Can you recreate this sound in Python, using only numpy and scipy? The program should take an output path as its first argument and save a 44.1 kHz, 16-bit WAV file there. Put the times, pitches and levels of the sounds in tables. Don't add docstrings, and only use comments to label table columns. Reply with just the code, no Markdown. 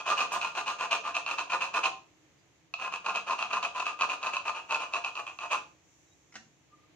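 import sys
import numpy as np
from scipy import signal
from scipy.fft import rfft, irfft, next_fast_len
from scipy.io import wavfile
from scipy.ndimage import uniform_filter1d, map_coordinates

SR = 44100
rng = np.random.default_rng(int(sys.argv[2]) if len(sys.argv) > 2 else 0)


def wav_record(signal):
    frames = np.transpose(np.atleast_2d(signal))
    bounded = np.clip(frames, -1, 1)
    quanta = np.round(bounded * 32767).astype(np.int16)
    wavfile.write(sys.argv[1], SR, quanta)


N = 306759
TIME = np.arange(N) / SR
SIZE = 2 * next_fast_len(N // 2 + SR // 2)
HZ = np.fft.rfftfreq(SIZE, 1 / SR)


# (frequency [Hz], width [Hz], level [dB])
SHELL_MODES = [(206.7, 32, -23.5), (378, 42, -28.5), (597, 47, -34), (705, 24.4, -6), (775, 26, -4.5),
               (929, 61, -3.5), (967, 23, -10.5), (1047, 48.6, 6.5), (1129, 37, -0.5), (1198, 38, 6.5),
               (1385, 24, 0.5), (1574, 14, -15), (1630, 80, -18), (1630, 20, -19.5)]
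RIM_MODES = [(2450, 77, -22), (2553, 80, -3.5), (2469, 86, -4), (2565, 170, -6), (2680, 70, -5),
             (2820, 69, -9), (3220, 360, -10.5)]
# (frequency [Hz], level [dB])
GRIT_SPECTRUM = [(100, -21), (500, -12), (1800, -6), (3400, 4), (4150, 3), (4900, -3.5), (5600, -4.5),
                 (6650, 0), (7100, -10), (8200, -13.5), (9200, -19), (9900, -28.5), (15500, -33.5)]
def scraping():
    shell, rim, grit = pressure()
    jerks = slips(rate=210, scatter=0.55, size_db=3)
    sand = np.array([slips(rate=2000, scatter=.9, size_db=4) for _ in range(2)])
    shell = shell * amp(-1) * (jerks + sand[0])
    rim = rim * (amp(1) * jerks + amp(-1.5) * sand[1])
    grit = grit * (amp(4) * unit(jerks * np.abs(jerks)) + amp(6.5) * sand)
    hollow = ring(shell, SHELL_MODES, wander_db=3, low_hz=184, high_hz=1720)
    bright = ring(rim, RIM_MODES, wander_db=5.5, low_hz=2383, high_hz=3175)
    return hollow + bright + filtered(grit, colour(GRIT_SPECTRUM))


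# (time [s], length [s], force [dB])
STROKES = [(0, 0.025, -41), (0.061, 0.079, -29), (.177, 0.083, -31), (0.313, 0.066, -32),
           (0.416, 0.098, -37.5), (0.554, 0.059, -32), (0.667, 0.075, -34), (0.79, 0.071, -33.5),
           (0.914, 0.059, -29.5), (1.04, 0.07, -37), (1.149, 0.058, -35), (1.269, 0.074, -34),
           (1.383, 0.046, -34.5), (1.501, .063, -31.5), (1.61, 0.067, -35), (1.741, 0.051, -29),
           (1.838, 0.051, -29.5), (2.791, 0.093, -38.5), (2.925, 0.058, -40.5), (3.048, 0.065, -34),
           (3.149, 0.052, -35), (3.271, 0.07, -33), (3.387, 0.091, -38), (3.506, 0.079, -34),
           (3.628, 0.054, -34.5), (3.748, 0.081, -34.5), (3.856, 0.074, -38), (3.993, 0.061, -32),
           (4.095, 0.07, -36.5), (4.22, 0.0805, -35), (4.334, 0.062, -37.5), (4.454, 0.05, -33.5),
           (4.552, 0.069, -43), (4.696, 0.07, -31.5), (4.803, .068, -39), (4.926, 0.061, -33),
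           (5.043, 0.063, -40), (5.155, .058, -39.5), (5.267, 0.058, -45.5), (5.398, .07, -39.5),
           (5.511, 0.064, -31)]
def pressure():
    # (crest [share of stroke], rim [dB], grit [dB])
    pull, push = (0.2, 0.082, -14.5), (.53, -4.5, -17.5)
    arch_db, bite_s, release_s = 26, 0.0047, 0.0014
    touch_db, touch_s = (-18.5, -15, -18.5), .014
    stick_s, stick_db = .012, -2.5
    wear_db_per_s = 0.36
    rim_choke, usual_force_db = .2, -36
    lead = np.array([[-.06], [.12], [0]])
    drive = np.zeros((3, N))
    for k, (start, length, force_db) in enumerate(STROKES):
        crest, rim_db, grit_db = push if k % 2 else pull
        span = (TIME > start - .06) & (TIME < start + length + .15)
        t = TIME[span] - start
        swell = amp(-arch_db * (np.clip(t / length, 0, 1) - crest + lead) ** 2)
        before, after = np.maximum(-t, 0), np.maximum(t - length, 0)
        grinding = swell * np.exp(-before / bite_s - after / release_s)
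        touch = amp(touch_db)[:, None] * np.exp(-(before + after) / touch_s)
        rim_db -= rim_choke * (force_db - usual_force_db)
        grit_db -= wear_db_per_s * start
        gains = amp(force_db + np.array([0, rim_db, grit_db]))
        drive[:, span] += gains[:, None] * np.maximum(grinding, touch)
    for s, _ in CATCHES:
        drive[:, (TIME > s - stick_s) & (TIME < s)] *= amp(stick_db)
    return drive


def slips(rate, scatter, size_db):
    draws = rng.standard_normal((40000, 2))
    gaps = np.exp(scatter * draws[:, 0] - scatter ** 2 / 2)
    at = (np.cumsum(gaps) * SR / rate).astype(int)
    size = amp(size_db * np.clip(draws[:, 1], -1.7, 1.7))
    train = np.bincount(at[at < N], size[at < N], N)
    local_power = np.abs(uniform_filter1d(train ** 2, SR // 25))
    return unit((train - train.mean()) / np.sqrt(local_power + 1e-4))


def ring(force, modes, wander_db, low_hz, high_hz):
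    force = signal.sosfilt(signal.butter(2, [low_hz, high_hz], "band", fs=SR, output="sos"), force)
    sound, click = np.zeros(N), np.zeros(SR // 10)
    for hz, width, db in modes:
        mode = signal.iirpeak(hz, hz / width, SR)
        sound += signal.lfilter(*mode, force * amp(db + wander_db * np.tanh(wobble(rate=20))))
        click += amp(db) * signal.lfilter(*mode, signal.unit_impulse(len(click)))
    return sound / np.linalg.norm(click)


# (time [s], level [dB])
CATCHES = [(0.205, -16), (0.414, -19.5), (0.678, -22.5), (0.91, -21.5), (1.151, -19.5), (1.263, -19),
           (1.385, -18), (1.533, -17), (1.854, -12.5), (2.739, -18), (3.062, -20), (3.095, -22.5),
           (3.158, -15.5), (3.31, -20), (3.425, -15), (3.532, -14.5), (3.629, -16.5), (3.802, -20),
           (3.859, -26.5), (4.01, -11), (4.02, -15), (4.229, -19.5), (4.268, -17), (4.367, -17),
           (4.48, -19.5), (4.708, -18.5), (4.745, -14.5), (4.936, -16), (5.046, -17.5), (5.154, -23.5),
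           (5.265, -34), (5.388, -24.5), (5.518, -29.5)]
# (frequency [Hz], level [dB])
SNAP_SPECTRUM = [(300, -34), (1900, -35.5), (2300, -12.5), (2580, 8.5), (2850, -4), (3400, -17), (4150, -9),
                 (5000, -21.5), (6600, -20), (8000, -40), (15000, -60.5)]
KNOCK_SPECTRUM = [(100, -40), (500, -19), (710, 1.5), (830, -9), (1050, 5.5), (1230, 4.5), (1500, -6.5),
                  (2000, -30), (5000, -57.5)]
def catches(snap_db=11, knock_db=4.75, weight_db=2.5):
    snap, knock = np.zeros((2, N))
    for s, db in CATCHES:
        rattle = chatter(decay_s=.0018)
        span = slice(round(s * SR), round(s * SR) + len(rattle))
        snap[span] += amp(db + snap_db) * rattle
        knock[span] += amp(db + knock_db + weight_db * arm_weight(s)) * rattle
    return filtered(snap, colour(SNAP_SPECTRUM)) + filtered(knock, colour(KNOCK_SPECTRUM))


def chatter(decay_s):
    t = TIME[:SR // 20]
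    burst = rfft(rng.standard_normal(len(t)) * np.exp(-t / decay_s))
    even = irfft(np.exp(1j * np.angle(burst)))[:SR // 80]
    return even / np.linalg.norm(even)


def arm_weight(s, rise_s=0.017):
    return max(min((s - start) / rise_s, 1) if start < s < start + length else 0
               for start, length, _ in STROKES)


# (frequency [Hz], level [dB])
CLAPS = [(6.324, -54), (6.341, -49.5), (6.355, -38.5), (6.364, -49)]
PALM_SPECTRUM = [(59, -56), (100, -19), (220, 1), (450, -12), (733, -7.5), (1110, -11), (1590, 2),
                 (4350, -12), (5720, -6), (6910, -10), (10100, -38), (15000, -56)]
def palm_clap():
    return bursts(CLAPS, PALM_SPECTRUM, decay_s=0.0073)


# (frequency [Hz], level [dB])
CRUMBS = [(0.323, -41), (0.914, -61.5), (5.516, -49.5)]
SPIT_SPECTRUM = [(2000, -21.5), (6000, -2.5), (9000, -8.5), (10000, -22), (15500, -23)]
def crumbs():
    return bursts(CRUMBS, SPIT_SPECTRUM, decay_s=0.026)


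# (frequency [Hz], time to fall 60 dB [s])
PORCH_T60 = [(200, 0.6), (1000, 0.3), (2600, 0.3), (6000, 0.34), (14000, 0.075)]
# (frequency [Hz], gain [dB])
PORCH_ECHO = [(200, 1.5), (1000, -3.5), (2600, -3.5), (4500, -2.5), (7000, -1.5), (14000, 1)]
def porch(x, patterns=12):
    wet = np.zeros((2, N))
    position = np.linspace(0, patterns - 1, N)
    for k in range(patterns):
        hz, t, noise = signal.stft(rng.standard_normal((2, SR // 2)), SR, nperseg=256)
        t60 = along(PORCH_T60, hz)[:, None]
        tail = signal.istft(noise * amp(-60 * t / t60) / np.sqrt(t60), SR, nperseg=256)[1]
        crossfade = np.sqrt(np.clip(1 - np.abs(position - k), 0, 1))
        wet += signal.oaconvolve(x * crossfade, tail / np.linalg.norm(tail[0]), axes=1)[:, :N]
    return diffuse(wet, amp(along(PORCH_ECHO)))


# (frequency [Hz], level [dB])
RUSH_SPECTRUM = [(15, -52.5), (25, -32.5), (80, -9.5), (154, -6.5), (224, -18.5), (318, -5), (363, -14),
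                 (588, -16.5), (903, -19), (1210, -20), (1460, -22), (2180, -18.5), (2370, -19),
                 (4870, -28), (7680, -42), (15000, -47)]
HISS_SPECTRUM = [(4500, -40.5), (5800, -14.5), (6900, -12), (7600, -21), (9000, -40)]
# (time [s], level [dB])
HISS_LEVELS = [(0, -69), (2.6, -75), (2.72, -79), (5.5, -65), (5.8, -73.5), (5.92, -68), (6.96, -77.5)]
def garden():
    rush_gain = amp(-66 + wobble(rate=3))
    rush = unit(diffuse(rng.standard_normal((2, N)), amp(along(RUSH_SPECTRUM))))
    hiss = unit(diffuse(rng.standard_normal((2, N)), amp(along(HISS_SPECTRUM))))
    return rush * rush_gain + hiss * amp(np.interp(TIME, *np.transpose(HISS_LEVELS)))


# (time [s], length [s], pitch [Hz], level [dB])
BIRD_NOTES = [(2.374, 0.058, 4820, -81), (6.03, 0.14, 3860, -83), (6.69, 0.21, 1200, -70.5)]
def birds(flutter_db=5.5, waver=0.0121):
    sound = np.zeros(N)
    for start, length, hz, db in BIRD_NOTES:
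        swell = np.sin(np.pi * np.clip((TIME - start) / length, 0, 1))
        pitch = hz * (1 + waver * wobble(rate=90))
        whistle = np.sqrt(2) * np.sin(2 * np.pi * np.cumsum(pitch) / SR)
        sound += swell * amp(db + flutter_db * wobble(rate=52)) * whistle
    return sound


# (frequency [Hz], left-right likeness [0-1])
LIKENESS = [(100, .75), (1000, 0.38), (2500, 0), (5000, 0)]
def diffuse(pair, gain):
    turn = np.arccos(np.clip(along(LIKENESS), -1, 1)) / 2
    mid, side = filtered(pair, gain * np.array([np.cos(turn), np.sin(turn)]))
    return np.array([mid + side, mid - side])


def bursts(events, spectrum, decay_s):
    force = sum(amp(db) * (TIME >= s) * np.exp(-np.abs(TIME - s) / decay_s) for s, db in events)
    return filtered(force * rng.standard_normal(N), colour(spectrum))


def wobble(rate):
    return unit(map_coordinates(rng.standard_normal(int(N * rate / SR) + 4), [TIME * rate]))


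def colour(points):
    cepstrum = irfft(np.log(amp(along(points))))
    cepstrum[1:SIZE // 2] *= 2
    cepstrum[SIZE // 2 + 1:] = 0
    return unit(np.exp(rfft(cepstrum)))


def filtered(x, response):
    return irfft(rfft(x, SIZE) * response, SIZE)[..., :N]


def along(points, hz=HZ):
    f, v = np.transpose(points)
    return np.interp(np.log(hz + 1), np.log(f + 1), v)


def amp(db):
    return 10 ** (np.asarray(db) / 20)


def unit(x):
    return x / np.sqrt(np.mean(np.abs(x) ** 2) + 1e-20)


def scene():
    near = scraping() + catches() + palm_clap() + crumbs()
    lead_s = .00006
    direct = filtered(near, np.exp(1j * np.pi * HZ * lead_s * np.array([[1], [-1]])))
    return direct + porch(near) + garden() + birds()


# (frequency [Hz], left minus right [dB])
PORT_BALANCE = [(300, -0.5), (700, 0.5), (1100, 0), (2600, -0.8), (4500, -1.5), (6500, -2), (8000, 2.5),
                (13000, 6.5)]
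def record(dry):
    top_hz = 15650
    balance = amp(along(PORT_BALANCE) * np.array([[.5], [-.5]]))
    return filtered(dry, balance * (HZ < top_hz))


dry = scene()
out = record(dry)
wav_record(out)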